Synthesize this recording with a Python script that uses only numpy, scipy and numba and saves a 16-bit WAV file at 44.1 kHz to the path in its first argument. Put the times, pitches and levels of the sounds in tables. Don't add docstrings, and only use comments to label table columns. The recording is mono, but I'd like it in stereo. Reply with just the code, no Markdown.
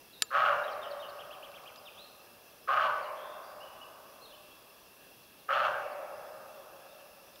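import sys
import numpy as np
from scipy import signal
from scipy.fft import rfft, irfft, next_fast_len
from scipy.io import wavfile
from scipy.ndimage import uniform_filter1d, map_coordinates
from numba import njit

SR = 44100
rng = np.random.default_rng(int(sys.argv[2]) if len(sys.argv) > 2 else 0)


def digitize_waveform(pressure):
    field = np.atleast_2d(pressure).T
    bounded = np.clip(field, -1, 1)
    quanta = np.round(bounded * 32767).astype(np.int16)
    wavfile.write(sys.argv[1], SR, quanta)


N = 326340

# start_s, attack_s, held_s, effort_db, chest_db, rasp_db, first_hz, second_hz
DEER_BARKS = [(.305, 0.0437, .17, -27, -8, -16.5, 588, 1213),
              (2.674, 0.0145, 0.1806, -28, -9, -17, 610, 1179),
              (5.482, 0.01575, .17, -29, -5.5, -15.5, 606, 1238)]
# frequency_hz, gain_db
RASP_SPECTRUM = [(1200, -47), (1700, -26), (2050, -7), (2300, 3.5), (2500, 2.5), (2850, 7), (3300, 1),
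                 (3700, -8), (4450, -10), (5200, -20), (6200, -21.5), (8000, -38), (12000, -82)]
# frequency_hz, gain_db
EDGE_SPECTRUM = [(200, -30), (600, -0.5), (900, -14), (1150, -24), (1450, 5.5), (1900, -3), (2800, -18),
                 (6000, -3)]
# frequency_hz, t60_s
NEAR_TRUNK_DECAY = [(300, 3.1), (600, 1.6), (1300, 0.73), (3000, 0.491), (7000, 0.44)]
# frequency_hz, t60_s
DEEP_WOOD_DECAY = [(300, 5.8), (600, 4.36), (1300, 4.46), (3000, 0.69), (7000, 0.93)]
# frequency_hz, gain_db
DEEP_WOOD_SPECTRUM = [(200, 20.5), (600, 1), (950, -2), (1300, -12.5), (2500, 5), (6000, 7.5)]
# start_s, level_db, pip_hz, buzz_length_s, buzz_low_hz, flick_after_s, flick_top_hz
BIRD_MOTIFS = [(0.634, -53, 3900, .034, 3050, .079, 5050), (0.815, -53.5, 3742, 0.072, 2916, 0.086, 4680),
               (0.997, -53, 3770, .064, 2820, .087, 4680)]
# top_time_s, top_hz, foot_hz, level_db
BIRD_ARCHES = [(1.207, 3295, 2370, -55), (1.328, 3363, 2300, -55.5), (1.445, 3340, 2129, -55.5),
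               (1.561, 3430, 2000, -57.5), (1.677, 3210, 2020, -55.5)]
# start_s, length_s, from_hz, turn_hz, to_hz, turn_share, level_db, change_db, buzz_depth_hz, echo_db
BIRD_NOTES = [(.125, 0.05, 3930, 3900, 3575, 0.33, -60, -4, 200, 2),
              (.285, .025, 4060, 4330, 4476, 0.56, -60, -7.5, 60, 0),
              (1.772, 0.021, 5000, 5030, 4880, .7, -58, 6.5, 63, -6.5),
              (1.85, .045, 4008, 3500, 2290, 0.39, -50.5, 8, 60, -2),
              (1.965, 0.1, 2640, 3885, 4240, .34, -56.5, -5, 139, -3.5),
              (3.022, 0.036, 5060, 4300, 3760, 0.414, -60.5, 0, 121.2, -2.5),
              (3.053, .026, 3080, 2930, 2860, 0.46, -55, -2, 40, -6),
              (3.14, 0.229, 3200, 3447, 3405, 0.79, -63.5, -9, 230, 2.5),
              (3.42, .12, 4800, 4680, 4750, 0.25, -69, -8.5, 180, -1),
              (3.6, 0.046, 2631, 2930, 3020, .5, -52, -2.5, 24, -1),
              (3.8, 0.0565, 2700, 2930, 2960, 0.34, -52, -6, 30, -3),
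              (4.21, 0.059, 3955, 4240, 3630, 0.496, -56.5, 1.5, 40, -2),
              (4.26, 0.072, 3025, 3527, 3390, 0.455, -64, -0.5, 180, -3),
              (4.32, .04, 2720, 3134, 2760, .5, -57.5, -3, 33, -2),
              (5.23, .03, 4600, 4150, 3600, .4, -70, -2.5, 40, -11.5),
              (5.385, .035, 4710, 4080, 3514, 0.587, -66, -6, 36.9, -3),
              (5.915, 0.024, 4850, 4500, 4100, .5, -67, 0, 37.05, -9),
              (6.17, 0.142, 3370, 3480, 3485, 0.49, -76, 1.5, 60, -6),
              (6.2, .025, 4700, 4350, 4000, .5, -80, 0, 37, -7),
              (6.47, 0.15, 3260, 3534, 3520, .5, -74.5, 3.5, 55, -11),
              (6.88, 0.084, 3595, 3640, 3600, .5, -69, -1, 73.06, -3),
              (6.99, 0.031, 3390, 3100, 2860, .5, -70.5, 0, 40, -6),
              (7.2, 0.18, 3420, 3500, 3600, 0.38, -75, 1.5, 67, -4.5)]
# start_s, level_db, crackle_length_s, treble_limit_hz
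SNAP_EVENTS = [(0.2211, -8.5, 0.0016, 20000), (1.516, -48, 0.0011, 5000), (1.637, -48, 0.00073, 5000),
               (1.759, -40, 0.00105, 5870), (4.553, -54, .001, 5500), (7.358, -45.5, 0.00233, 5500)]
# frequency_hz, gain_db
CRACKLE_SPECTRUM = [(180, -64), (300, -9), (1200, -4), (4070, 4), (4720, 6.5), (7250, -3.5), (9140, 4),
                    (14300, -15), (15500, -22)]
# frequency_hz, level_db, t60_s
PLASTIC_MODES = [(450, -37, 0.095), (1267, -23, 0.047), (1730, -19, 0.028), (4600, -41, 0.11),
                 (7140, -21.5, 0.063), (8100, -44, 0.012)]
# frequency_hz, density_db
MEADOW_SPECTRUM = [(15, -46), (25, -17.5), (220, -6.5), (319, -7), (351, -5.5), (385, -5.5), (879, -11),
                   (1000, -11.5), (2200, -22), (2860, -27.5), (4840, -120)]
# frequency_hz, density_db
HISS_SPECTRUM = [(1060, -41), (1800, -37), (2080, -21), (2710, -1), (2910, -11), (3590, -12), (5070, -11),
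                 (7570, -19.5), (11000, -11), (15800, -11.5)]
# centre_hz, width_hz, gain_db
WHINE_BANDS = [(1660, 177, -1), (2690, 130, 1.5), (3357, 230, -2), (5162, 510, -3.5), (5960, 190, -4)]
# frequency_hz, correlation
NOISE_CORRELATION = [(60, 0.2), (250, -0.35), (550, 0.32), (1400, 0.754), (2500, 0.999), (6000, 1),
                     (8000, 0.846), (10000, 1)]

ONSET_DB, DROOP_DB = -17, -2.5
RELEASE_S, RELEASE_DB = 0.0649, -11.5
OPENING_S, SHUT_FIRST, SHUT_SECOND = .03, 0.776, 0.9667
CLOSING_LEAD_S, CLOSING_S, CLOSED_FIRST, CLOSED_SECOND = 0.033, 0.076, 0.91, 0.823
RASP_SURGE_DB, SURGES_PER_S = 2.5, 35
PIP_S, BUZZ_GAP_S, FLICK_S, FLICK_FOOT_HZ = .023, .004, .028, 3690
ARCH_RISE_S, ARCH_FALL_S, NEAR_ECHO_DB = 0.025, .034, -6.5
TOP_HZ = 15750


def deer(edge_delay_s=.13):
    out = np.zeros((2, N))
    for start_s, *settings in DEER_BARKS:
        start = round(start_s * SR)
        voice, rumble = bark(*articulation(*settings))
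        add(out, start, voice * pan(.5))
        edge = echoes(coloured(voice, EDGE_SPECTRUM), [(1000, 0.13)], 1.0, length_s=.2, rise_s=0.00093)
        add(out, start + round(edge_delay_s * SR), amp(-7) * edge)
        add(out, start, amp(-7) * echoes(voice, NEAR_TRUNK_DECAY, 0.92, length_s=1.5, rise_s=0.008))
        far = coloured(voice, DEEP_WOOD_SPECTRUM)
        deep_wood = echoes(far, DEEP_WOOD_DECAY, 0.983, length_s=6.2, rise_s=0.063)
        add(out, start, amp(-10) * deep_wood * pan(-.2))
        scattered = echoes(rumble, [(60, 0.76), (200, 0.35)], .1, length_s=1, rise_s=0.042)
        add(out, start, amp(-32.5) * scattered)
    return out


def bark(effort_db, chest_db, rasp_db, first_hz, second_hz,
         pitch_hz=132, sag=.12, drift=.02, jitter=.04, breath=1.3):
    n = len(effort_db)
    falling = -sag * np.linspace(0, 1, n) ** 2
    cycles = np.cumsum(pitch_hz * np.exp(falling + drift * wobble(n, 20) + jitter * wobble(n, 119.82)) / SR)
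    strength = amp(1.9 * rng.standard_normal(int(cycles[-1]) + 2))[cycles.astype(int)]
    slaps = np.diff(np.floor(cycles), prepend=0) * strength
    puffs = strength * np.exp(-1.2 * (cycles % 1)) * rng.standard_normal(n)
    folds = unit(slaps) + breath * unit(puffs)
    chest = cavity(folds, first_hz, 86) - 0.85 * cavity(folds, 1.364 * first_hz, 264)
    chest += 0.14 * cavity(folds, 0.841 * first_hz, 140)
    mouth = cavity(folds, 1.047 * second_hz, 162) - 0.45 * cavity(folds, 0.9146 * second_hz, 119)
    mouth -= 0.5 * cavity(folds, 1.276 * second_hz, 456)
    rasp = unit(coloured(0.19 * unit(slaps) + unit(puffs), RASP_SPECTRUM))
    rumble = cavity(puffs, np.full(n, 105.), 165.5)
    voice = steady(unit(mouth), 1.0) + amp(chest_db) * steady(unit(chest), 0.59)
    voice += amp(rasp_db + RASP_SURGE_DB * wobble(n, SURGES_PER_S)) * rasp
    t = np.arange(n) / SR
    envelope = amp(effort_db) * np.minimum(1, np.minimum(t / 0.0015, t[::-1] / 0.034))
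    return envelope * voice, envelope * rumble


def articulation(attack_s, held_s, effort_db, chest_db, rasp_db, first_hz, second_hz):
    release_at_s = attack_s + held_s
    t = np.arange(round((release_at_s + RELEASE_S) * SR)) / SR
    release = np.clip((t - release_at_s) / RELEASE_S, 0, 1)
    shut = np.exp(-t / OPENING_S)
    closed = np.clip((t - release_at_s + CLOSING_LEAD_S) / CLOSING_S, 0, 1)
    contour_db = np.interp(t, [0, attack_s, release_at_s], [ONSET_DB, 0, DROOP_DB]) + RELEASE_DB * release
    return (effort_db + contour_db,
            chest_db - 7 * shut + 9.5 * release,
            rasp_db - 7 * shut - 12 * release,
            first_hz * SHUT_FIRST ** shut * CLOSED_FIRST ** closed,
            second_hz * SHUT_SECOND ** shut * CLOSED_SECOND ** closed)


def cavity(x, hz, width_hz):
    angle, radius = 2 * np.pi * hz / SR, np.exp(-np.pi * width_hz / SR)
    return unit(resonate(resonate(x, angle, radius), angle, radius))


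@njit
def resonate(x, angle, radius):
    y = np.zeros(len(x))
    for i in range(2, len(x)):
        y[i] = x[i] - x[i - 2] + 2 * radius * np.cos(angle[i]) * y[i - 1] - radius * radius * y[i - 2]
    return y


def steady(x, firmness, window_s=0.021):
    return unit(x / (uniform_filter1d(np.abs(x), round(window_s * SR)) + .05) ** firmness)


def echoes(x, decay, correlation, length_s, rise_s):
    hz, t, field = signal.stft(rng.standard_normal((2, round(length_s * SR))), SR, nperseg=256)
    field = field * amp(-60 * t / along(decay, hz)[:, None]) * (1 - np.exp(-t / rise_s))
    mid, side = signal.istft(field, SR, nperseg=256)[1]
    angle = np.arccos(correlation) / 2
    response = np.cos(angle) * mid + np.sin(angle) * side * np.array([[1], [-1]])
    return signal.fftconvolve(x[None], response / np.linalg.norm(mid), axes=1)


def birds(trill_hz=170):
    out = np.zeros((2, N))
    for start_s, length_s, *pitch_path, level_db, change_db, buzz_depth_hz, echo_db in bird_notes():
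        start, n = round(start_s * SR), round(length_s * SR)
        hz = glide(n, *pitch_path)
        depth_hz = buzz_depth_hz * np.clip(1 - np.gradient(hz) * SR / 15000, 0, 1)
        trill = np.sin(2 * np.pi * np.cumsum(trill_hz + 8 * wobble(n, 32)) / SR)
        phase = 2 * np.pi * np.cumsum(hz * (1 + 0.01 * wobble(n, 151.4)) + depth_hz * trill) / SR
        db = level_db + change_db * np.linspace(-.5, .5, n)
        db -= 10 * np.log10(1 + amp(2 * echo_db))
        db += depth_hz / 65 + 2 * trill * (depth_hz > 90)
        db += 1.8 * wobble(n, 116)
        note = np.sqrt(2) * amp(db) * signal.windows.tukey(n, .35) * np.sin(phase)
        add(out, start, note * pan(.3))
        add(out, start, amp(echo_db) * echoes(note, [(3000, 1.0)], 0.994, length_s=.5, rise_s=0.0022))
    return out


def bird_notes():
    notes = list(BIRD_NOTES)
    for start_s, db, pip_hz, buzz_s, low_hz, after_s, top_hz in BIRD_MOTIFS:
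        flick_at_s = start_s + after_s
        pip = (start_s, PIP_S, 0.94 * pip_hz, pip_hz, 0.94 * pip_hz, .7, db, 0, 60)
        buzz_at_s = flick_at_s - BUZZ_GAP_S - buzz_s
        buzz = (buzz_at_s, buzz_s, 1.12 * low_hz, low_hz, 1.05 * low_hz, .6, db - 1.5, 0, 200)
        flick = (flick_at_s, FLICK_S, FLICK_FOOT_HZ, top_hz, FLICK_FOOT_HZ, 0.36, db - 4, 0, 150)
        notes += [(*note, NEAR_ECHO_DB) for note in (pip, buzz, flick)]
    arch_s = ARCH_RISE_S + ARCH_FALL_S
    for top_time_s, top_hz, foot_hz, db in BIRD_ARCHES:
        pitch_path = (foot_hz, top_hz, foot_hz, ARCH_RISE_S / arch_s)
        notes.append((top_time_s - ARCH_RISE_S, arch_s, *pitch_path, db, -14, 230, NEAR_ECHO_DB))
    return notes


def glide(n, from_hz, turn_hz, to_hz, turn_share, bend=1.3):
    progress = np.arange(n) / n
    first = 1 - np.clip(progress / turn_share, 0, 1)
    second = 1 - np.clip((progress - turn_share) / (1 - turn_share), 0, 1)
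    return turn_hz + (from_hz - turn_hz) * first ** bend + (to_hz - turn_hz) * (1 - second ** bend)


def snaps():
    out, t = np.zeros((2, N)), np.arange(SR // 10) / SR
    ring = sum(amp(db - 60 * t / t60_s) * np.sin(2 * np.pi * hz * t) for hz, db, t60_s in PLASTIC_MODES)
    for start_s, level_db, length_s, limit_hz in SNAP_EVENTS:
        common, *sides = rng.standard_normal((3, len(t)))
        envelope = np.minimum(1, amp(-60 * (t - length_s) / 0.015)) * (1 - np.exp(-t / 0.00028))
        burst = envelope * (common + 0.19 * np.array(sides))
        crackle = filtered(burst, lambda hz: amp(along(CRACKLE_SPECTRUM, hz)) / (1 + (hz / limit_hz) ** 6))
        add(out, round(start_s * SR), amp(level_db) * (crackle / np.abs(crackle).max() + ring) * pan(.8))
    return out


def meadow():
    return amp(-60) * rush(lambda hz: amp(along(MEADOW_SPECTRUM, hz)), patchy_db=1.05) * pan(-.4)


def camera_noise():
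    hiss = amp(-59) * rush(lambda hz: amp(along(HISS_SPECTRUM, hz)), patchy_db=.5)
    whine = amp(-66) * rush(lambda hz: whine_response(hz) ** 2, patchy_db=3.5)
    return (hiss + whine) * pan(.3)


def whine_response(hz):
    return sum((-1) ** k * amp(db) * 1j * hz * width / (centre ** 2 - hz ** 2 + 1j * hz * width)
               for k, (centre, width, db) in enumerate(WHINE_BANDS))


def rush(gain, patchy_db):
    spectra = signal.stft(rng.standard_normal((2, N)), nperseg=512)[2]
    patches = uniform_filter1d(rng.standard_normal(spectra.shape[1:]), size=6, axis=0)
    patches = uniform_filter1d(patches, size=14, axis=1)
    pair = signal.istft(spectra * amp(patchy_db * unit(patches)), nperseg=512)[1][:, :N]
    angle = lambda hz: np.arccos(along(NOISE_CORRELATION, hz)) / 2
    mid, side = filtered(pair, lambda hz: gain(hz) * [np.cos(angle(hz)), np.sin(angle(hz))])
    return unit(np.array([mid + side, mid - side]))


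def amp(db):
    return 10 ** (np.asarray(db) / 20)


def pan(left_db):
    return amp([[left_db], [-left_db]])


def unit(x):
    return x / np.sqrt(np.mean(x ** 2) + 1e-20)


def along(points, hz):
    knots_hz, values = np.transpose(points)
    return np.interp(np.log(hz + 1), np.log(knots_hz + 1), values)


def wobble(n, rate):
    return map_coordinates(rng.standard_normal(int(n * rate / SR) + 4), [np.arange(n) * rate / SR])


def filtered(x, response):
    size = next_fast_len(x.shape[-1] + 8192)
    return irfft(rfft(x, size) * response(np.fft.rfftfreq(size, 1 / SR)), size)[..., :x.shape[-1]]


def coloured(x, spectrum):
    return filtered(x, lambda hz: amp(along(spectrum, hz)))


def add(track, start, x):
    track[:, start:start + x.shape[1]] += x[:, :N - start]


def scene():
    background = meadow() + camera_noise()
    return deer() + birds() + snaps() + background


def record(dry):
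    return filtered(dry, lambda hz: hz < TOP_HZ)


dry = scene()
out = record(dry)
digitize_waveform(out)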